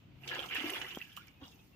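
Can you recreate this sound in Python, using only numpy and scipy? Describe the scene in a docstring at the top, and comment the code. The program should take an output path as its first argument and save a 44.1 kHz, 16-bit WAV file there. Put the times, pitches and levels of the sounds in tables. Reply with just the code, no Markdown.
"""Over a low outdoor rumble and distant hums, water is tipped out in an open yard in a few quick surges.
Droplets patter, drops trap ringing bubbles, gobs smack the ground into mist and tiny droplets tick.
Midway a large air pocket gulps. The splashing thins to single drops, with a dull tap and a last wet slap.
Faint far chirps and a soft, gritty thud on the ground come at the end."""
import sys
import numpy as np
from scipy import signal
from scipy.io import wavfile

SR = 44100
rng = np.random.default_rng(int(sys.argv[2]) if len(sys.argv) > 2 else 0)


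def waveform_to_disk(signal):
    """Save audio, clipped to [-1, 1], as 16-bit WAV at the path in sys.argv[1]."""
    frames = np.transpose(np.atleast_2d(signal))
    scaled = np.clip(frames, -1, 1) * 32767
    samples = np.round(scaled).astype(np.int16)
    wavfile.write(sys.argv[1], SR, samples)


N = 77175
TIME = np.arange(N) / SR
CUTOFF_HZ = 15500


def from_db(db):
    """Decibels to gain."""
    return 10 ** (np.asarray(db) / 20)


def unit_rms(x):
    """Scale to rms 1."""
    return x / np.sqrt(np.mean(x ** 2) + 1e-20)


def envelope(rows):
    """Gain from (time_s, level_db) rows; falls 214 dB/s outside them."""
    time_s, level_db = np.transpose(rows)
    outside_s = np.maximum(time_s[0] - TIME, 0) + np.maximum(TIME - time_s[-1], 0)
    return from_db(np.interp(TIME, time_s, level_db) - 214 * outside_s)


def at_hz(rows, hz):
    """Interpolate a table over log frequency."""
    freq_hz, values = np.transpose(rows)
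    return np.interp(np.log(hz), np.log(freq_hz), values)


def pan(left_db):
    """Stereo gains for a left-minus-right level."""
    gains = from_db(np.array([[.5], [-.5]]) * left_db)
    return gains / np.sqrt(np.mean(gains ** 2, axis=0))


def drift(rate_hz):
    """Straight lines between unit Gaussian knots."""
    knots = rng.standard_normal(400)
    return np.interp(TIME * rate_hz, np.arange(len(knots)), knots)


def band(x, hz, ratio):
    """Band-pass from hz / ratio to hz * ratio."""
    edges_hz = [hz / ratio, min(hz * ratio, SR / 2 - 100)]
    return signal.sosfilt(signal.butter(2, edges_hz, "band", fs=SR, output="sos"), x + 1e-18)


def noise_band(hz, ratio):
    """Two independent channels of band noise."""
    return band(rng.standard_normal((2, N)), hz, ratio)


def decay(age_s, t60_s):
    """Exponential fall, 60 dB per t60_s."""
    return np.exp(-np.minimum(np.log(1000) * age_s / t60_s, 60))


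def swell(start_s, attack_s, t60_s):
    """Smooth rise, exponential fall; peak 1."""
    age_s = np.maximum(TIME - start_s, 0)
    shape = (1 - np.exp(-(age_s / attack_s) ** 2)) * decay(age_s, t60_s)
    return shape / shape.max()


def ring(start_s, hz, attack_s, t60_s, rise_per_s=0):
    """Damped sine with optional pitch rise."""
    age_s = np.maximum(TIME - start_s, 0)
    cycles = hz * (age_s + rise_per_s * age_s * np.minimum(age_s, .1) / 2)
    return swell(start_s, attack_s, t60_s) * np.sin(2 * np.pi * cycles)


def far_tones(rows, waver_rad, waver_hz):
    """Sines with wavering phase under Gaussian envelopes."""
    out = 0
    for middle_s, half_width_s, hz, rms_db in rows:
        gain = from_db(rms_db) * np.exp(-((TIME - middle_s) / half_width_s) ** 2)
        out = out + gain * np.sin(2 * np.pi * hz * TIME + waver_rad * drift(waver_hz))
    return np.sqrt(2) * out


def yard(x, wet_db, left_lead_s=0.00012, t60_s=0.095, echo_count=40):
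    """Direct sound arrives left first; ground, posts and roof return quick scattered echoes."""
    out = np.array([x[0], np.interp(TIME - left_lead_s, TIME, x[1])])
    for side in range(2):
        delay_s = rng.uniform(.001, .06, echo_count)
        echoes = np.zeros(SR // 4)
        signs = rng.choice([-1, 1], echo_count)
        echoes[(delay_s * SR).astype(int)] = signs * from_db(-60 * delay_s / t60_s)
        out[side] += from_db(wet_db) * signal.fftconvolve(x[side], echoes / np.linalg.norm(echoes))[:N]
    return out / np.sqrt(1 + from_db(wet_db) ** 2)


# background spectrum: freq_hz, density_db
AIR_SPECTRUM = [(35,-18),(65,0),(130,-2.5),(200,-4),(330,-10.5),(450,-23),(1000,-21.5),(1600,-30),(2700,-22),(4200,-33.5),(7000,-42),(11000,-65),(14000,-34)]
# background likeness between ears: freq_hz, correlation
AIR_CORRELATION = [(60,0.92),(250,0.78),(700,0.15),(3000,0.061)]
# background balance: freq_hz, left_db
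AIR_PAN = [(60,9.5),(150,-1.5),(500,1.5),(2500,-2.5),(6000,2.5),(14000,-6)]


def air(rms_db=-61, flicker_db=2.5, rumble_fall_db_per_s=1.5):
    """Receding outdoor rumble and faint hiss, alike in both ears only in the bass."""
    out = 0
    for hz in np.geomspace(35, 14500, 30):
        mid, side = noise_band(hz, 1.12)
        correlation = at_hz(AIR_CORRELATION, hz)
        noise = np.sqrt(1 + correlation) * mid + np.sqrt(1 - correlation) * side * [[1], [-1]]
        fall_db = rumble_fall_db_per_s * TIME * (hz < 500)
        gain = from_db(at_hz(AIR_SPECTRUM, hz) + flicker_db * drift(rate_hz=11.86) - fall_db)
        out = out + gain * pan(at_hz(AIR_PAN, hz)) * noise
    return from_db(rms_db) * unit_rms(out)


# distant hums: middle_s, half_width_s, pitch_hz, rms_db
HUM_TONES = [(.07,0.19,100,-62),(.23,0.18,134,-58),(.98,0.07,68,-66),(1.53,0.092,171,-66.5)]


def hums():
    """Distant low hums swell and fade."""
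    return far_tones(HUM_TONES, waver_rad=0.22, waver_hz=12) * pan(2.9)


# balance of droplets, mist and grit: freq_hz, left_db
IMPACT_PAN = [(300,3),(700,1),(1300,-0.5),(2400,-4.5),(4400,-1),(8000,1.5),(13000,-12)]


def impacts(spectrum, per_s, t60_cycles, size_spread_db, pan_spread_db, bands=24):
    """Random small impacts, each ringing briefly at its own pitch and place; rms 1."""
    out = 0
    for hz in np.geomspace(spectrum[0][0], min(spectrum[-1][0], CUTOFF_HZ), bands):
        hits = np.flatnonzero(rng.random(N) < per_s / bands / SR)
        sizes = from_db(size_spread_db * np.minimum(rng.exponential(1, N)[hits], 3))
        signs = rng.choice([-1, 1], N)[hits]
        clicks = np.zeros((2, N))
        clicks[:, hits] = sizes * signs * pan(pan_spread_db * rng.standard_normal(N)[hits])
        radius, angle_rad = decay(1 / SR, t60_cycles / hz), 2 * np.pi * hz / SR
        poles = [1, -2 * radius * np.cos(angle_rad), radius ** 2]
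        rings = signal.lfilter([1, 0, -1], poles, clicks + 1e-18)
        gain = from_db(at_hz(spectrum, hz)) * np.sqrt(hz)
        out = out + gain * unit_rms(band(rings, hz, 1.184)) * pan(at_hz(IMPACT_PAN, hz))
    return unit_rms(out)


# surges of each splash layer: time_s, relative_db
SLOSH_LEVEL = [(0.2, -74.5), (0.294, -50.5), (0.432, -46), (0.498, -62), (0.53, -52), (0.65, -50),
               (0.70, -49.5), (0.76, -46), (0.81, -55), (0.818, -48.5), (0.898, -66), (0.922, -57.5),
               (0.95, -58.5)]
PATTER_LEVEL = [(0.205,-74.5),(0.24,-56),(0.275,-60),(0.325,-43),(0.375,-45),(0.41,-52.5),(0.43,-45),(0.477,-62),(0.505,-46.5),(0.56,-40),(0.615,-45),(0.64,-49.5),(0.675,-43.5),(0.72,-50),(0.762,-40.5),(0.80,-53.5),(0.825,-50.5),(0.89,-50),(0.92,-46.5),(0.945,-58.5),(1.02,-56),(1.06,-64.5),(1.155,-64.5),(1.18,-61.5),(1.29,-67.5),(1.34,-84)]
SPRAY_LEVEL = [(0.225,-77),(0.275,-62),(0.32,-72.5),(0.38,-61),(0.45,-62),(0.52,-69),(0.56,-56),(0.63,-59.5),(0.70,-56),(0.79,-63),(0.96,-66.5),(1.06,-71.5),(1.2,-72.5),(1.33,-84),(1.39,-91),(1.44,-73),(1.49,-70.5),(1.56,-77.5),(1.75,-82)]
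# spectrum of each splash layer: freq_hz, density_db
SLOSH_SPECTRUM = [(310,2.5),(420,-3.5),(600,1),(850,-2),(1150,-2.5),(1450,0)]
PATTER_SPECTRUM = [(1250,-12.5),(1700,-6),(2400,-2),(3000,-0.5),(3350,-5),(3800,-19),(5000,-19.5)]
SPRAY_SPECTRUM = [(4300,-0.5),(5500,1),(7000,-2),(8800,-13.5),(9900,-1.5),(11400,-28),(13000,3.5),(15500,-0.5)]


def splash():
    """Droplets and bubbles in three sizes: low slosh, bright patter, fine spray."""
    slosh = impacts(SLOSH_SPECTRUM, per_s=900, t60_cycles=17.4, size_spread_db=4, pan_spread_db=2.5)
    patter = impacts(PATTER_SPECTRUM, per_s=1900, t60_cycles=30, size_spread_db=4, pan_spread_db=11)
    spray = impacts(SPRAY_SPECTRUM, per_s=2200, t60_cycles=26, size_spread_db=4.5, pan_spread_db=12.5)
    return (yard(slosh * envelope(SLOSH_LEVEL) * from_db(1.5), wet_db=-0.5)
            + yard(patter * envelope(PATTER_LEVEL) * from_db(3), wet_db=1)
            + yard(spray * envelope(SPRAY_LEVEL) * from_db(5), wet_db=5))


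# single drops: start_s, level_db, pitch_hz, t60_s, left_db
DROP_PINGS = [(0.236,-41.5,2700,0.022,-16),(0.29,-27.5,3140,0.012,-5),(0.313,-32,1700,0.04,12),(0.334,-35,1687,0.088,-2),
              (0.388,-35.5,518,0.044,-1),(0.3928,-24,3190,0.012,-11),(0.427,-31,3240,0.0067,-1),(0.432,-31,2860,0.011,-11),(0.4881,-37,3120,0.025,-11),(0.5136,-32.5,2090,0.019,-3),
              (0.555,-28,1793,0.027,7),(0.555,-28,2620,0.018,-15),(0.568,-26,2830,0.012,-7),(0.5967,-25.5,3000,0.0065,-15),(0.695,-32.5,2050,0.038,0),(0.6972,-26,2910,0.0091,-7),
              (0.8156,-26.5,2910,0.015,-9),(0.8462,-34.5,1970,0.027,-3),(0.916,-41,2790,0.035,-13),(0.948,-35,3170,0.026,-6),(1.005,-41.5,1964,0.04,-0.5),(1.015,-29.5,2670,0.02,-5),
              (1.118,-47,3180,0.029,-3),(1.1671,-32,2910,0.0081,-9),(1.174,-36,1170,0.019,2.5),(1.18,-48,1364,0.13,-4),(1.2815,-49.5,2300,0.025,-6),(1.433,-46,3310,0.031,-1),(1.438,-47.5,2830,0.067,-5)]


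def drops():
    """Each drop traps a bubble that rings with rising pitch."""
    pings = 0
    for start_s, level_db, hz, t60_s, left_db in DROP_PINGS:
        bubble = ring(start_s, hz, attack_s=0.00025, t60_s=t60_s, rise_per_s=2.3)
        pings = pings + from_db(level_db) * pan(left_db) * bubble
    return yard(pings, wet_db=-0.5, left_lead_s=0.00005)


# gobs landing: start_s, relative_db, t60_s, tilt_db_per_octave
SMACK_HITS = [(0.274,-44.5,0.16,-3.5),(0.3135,-42,0.05,-21),(0.345,-53,0.079,2.5),(0.458,-50,0.041,0),(0.545,-49.5,0.053,19),(0.696,-48.5,0.017,-1),(0.8125,-42.5,0.083,-19),(0.953,-53,0.033,12),(1.1625,-52.5,0.098,12),(1.268,-64.5,0.033,14)]
# mist spectrum before tilt: freq_hz, density_db
MIST_SPECTRUM = [(1500,-12),(3100,1.5),(4000,-2.5),(6000,-7),(8800,-17),(13500,-31.5),(15500,-2)]


def smacks(gain_db=2, attack_s=0.0026):
    """Gobs of water hit the ground and burst into short-lived mist."""
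    bands_hz = np.geomspace(1500, 14500, 16)
    mist = np.array([unit_rms(noise_band(hz, 1.1)) * pan(at_hz(IMPACT_PAN, hz)) for hz in bands_hz])
    out = 0
    for start_s, relative_db, t60_s, tilt_db_per_octave in SMACK_HITS:
        density_db = at_hz(MIST_SPECTRUM, bands_hz) + tilt_db_per_octave * np.log2(bands_hz)
        gains = from_db(density_db) * np.sqrt(bands_hz)
        burst = np.tensordot(gains / np.linalg.norm(gains), mist, 1)
        out = out + from_db(relative_db + gain_db) * swell(start_s, attack_s, t60_s) * burst
    return out


# bursting droplets: start_s, level_db, centre_hz
TICK_BURSTS = [(0.2773,-46,5570),(0.3485,-49,6330),(0.5464,-49,7200),(0.6996,-48,6060),(0.7026,-38.5,10100),(0.8171,-47,6000),(0.9486,-50.5,5850),(0.9863,-50.5,5600),(1.2816,-56,5160),(1.4804,-55.5,5200)]


def ticks():
    """Tiny close droplets burst, each a dry snap of narrow-band noise."""
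    out = 0
    for start_s, level_db, hz in TICK_BURSTS:
        crackle = unit_rms(noise_band(hz, 1.15)) * pan(at_hz(IMPACT_PAN, hz))
        out = out + from_db(level_db) * swell(start_s, attack_s=0.00043, t60_s=0.014) * crackle
    return out


# air pocket glugs: start_s, level_db, pitch_hz
GLUGS = [(0.579,-42,295),(0.608,-42,270),(0.639,-29.5,319),(0.6594,-34.5,315),(0.685,-39,304),(0.813,-49,299)]


def gulps():
    """A large air pocket rings in low, rising glugs."""
    glugs = sum(from_db(level_db) * ring(start_s, hz, attack_s=0.0077, t60_s=0.029, rise_per_s=2.7)
                for start_s, level_db, hz in GLUGS)
    return yard(glugs * pan(0.7), wet_db=-8.5)


def tap(start_s=0.9724, gain_db=-29.5, pitch_hz=199, t60_s=0.014, suction_s=0.002):
    """Close, dull pop: brief suction, then a pressure step that swings back once."""
    age_s = TIME - start_s
    suction = -0.52 * np.exp(-np.minimum(np.abs(age_s) / suction_s, 60))
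    swing = np.cos(2 * np.pi * pitch_hz * age_s) * decay(np.abs(age_s), t60_s)
    pressure = np.where(age_s < 0, suction, swing)
    highpass = signal.butter(2, 60.5, "high", fs=SR, output="sos")
    lowpass = signal.butter(8, 1800, fs=SR, output="sos")
    return from_db(gain_db) * pan(1.0) * signal.sosfilt(lowpass, signal.sosfilt(highpass, pressure))


# far chirps: middle_s, half_width_s, pitch_hz, rms_db
CHIRP_TONES = [(1.385,0.028,2540,-70.5),(1.535,0.017,2693,-68),(1.60,0.024,2560,-71),(1.74,0.0091,2720,-69.5)]


def chirps():
    """Faint, far chirps with a fast waver."""
    return far_tones(CHIRP_TONES, waver_rad=0.6, waver_hz=72) * pan(-1.5)


# thud modes: pitch_hz, relative_db, t60_s
GROUND_MODES = [(275,3,0.05),(85,-7,0.063),(530,-12.5,0.035),(1120,-13.5,0.087),(1435,-15.5,0.078)]
# grit spectrum: freq_hz, density_db
GRIT_SPECTRUM = [(220,11.5),(500,2.5),(1300,-1),(2350,-9),(3200,11),(3800,-11),(5200,-8.5),(7000,-45)]


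def thud(scuff_start_s=1.391, blow_start_s=1.416, blow_db=-46):
    """A soft blow on the ground, with a scuff of grit that trails off."""
    body = sum(from_db(blow_db + relative_db) * ring(blow_start_s, hz, attack_s=0.014, t60_s=t60_s)
               for hz, relative_db, t60_s in GROUND_MODES)
    grit = impacts(GRIT_SPECTRUM, per_s=3000, t60_cycles=18, size_spread_db=7, pan_spread_db=1, bands=20)
    scuff = from_db(-55) * swell(scuff_start_s, attack_s=0.035, t60_s=0.17)
    tail = from_db(-64.5) * swell(scuff_start_s, attack_s=0.035, t60_s=0.94)
    return yard(body * pan(-1.3), wet_db=-10) + yard((scuff + tail) * grit, wet_db=3.5)


def scene():
    """All sources, in order of entry."""
    return air() + hums() + splash() + drops() + smacks() + ticks() + gulps() + tap() + chirps() + thud()


def record(dry):
    """Steep low-pass at CUTOFF_HZ."""
    return signal.sosfilt(signal.ellip(10, .2, 70, CUTOFF_HZ, fs=SR, output="sos"), dry)


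dry = scene()
out = record(dry)
waveform_to_disk(out)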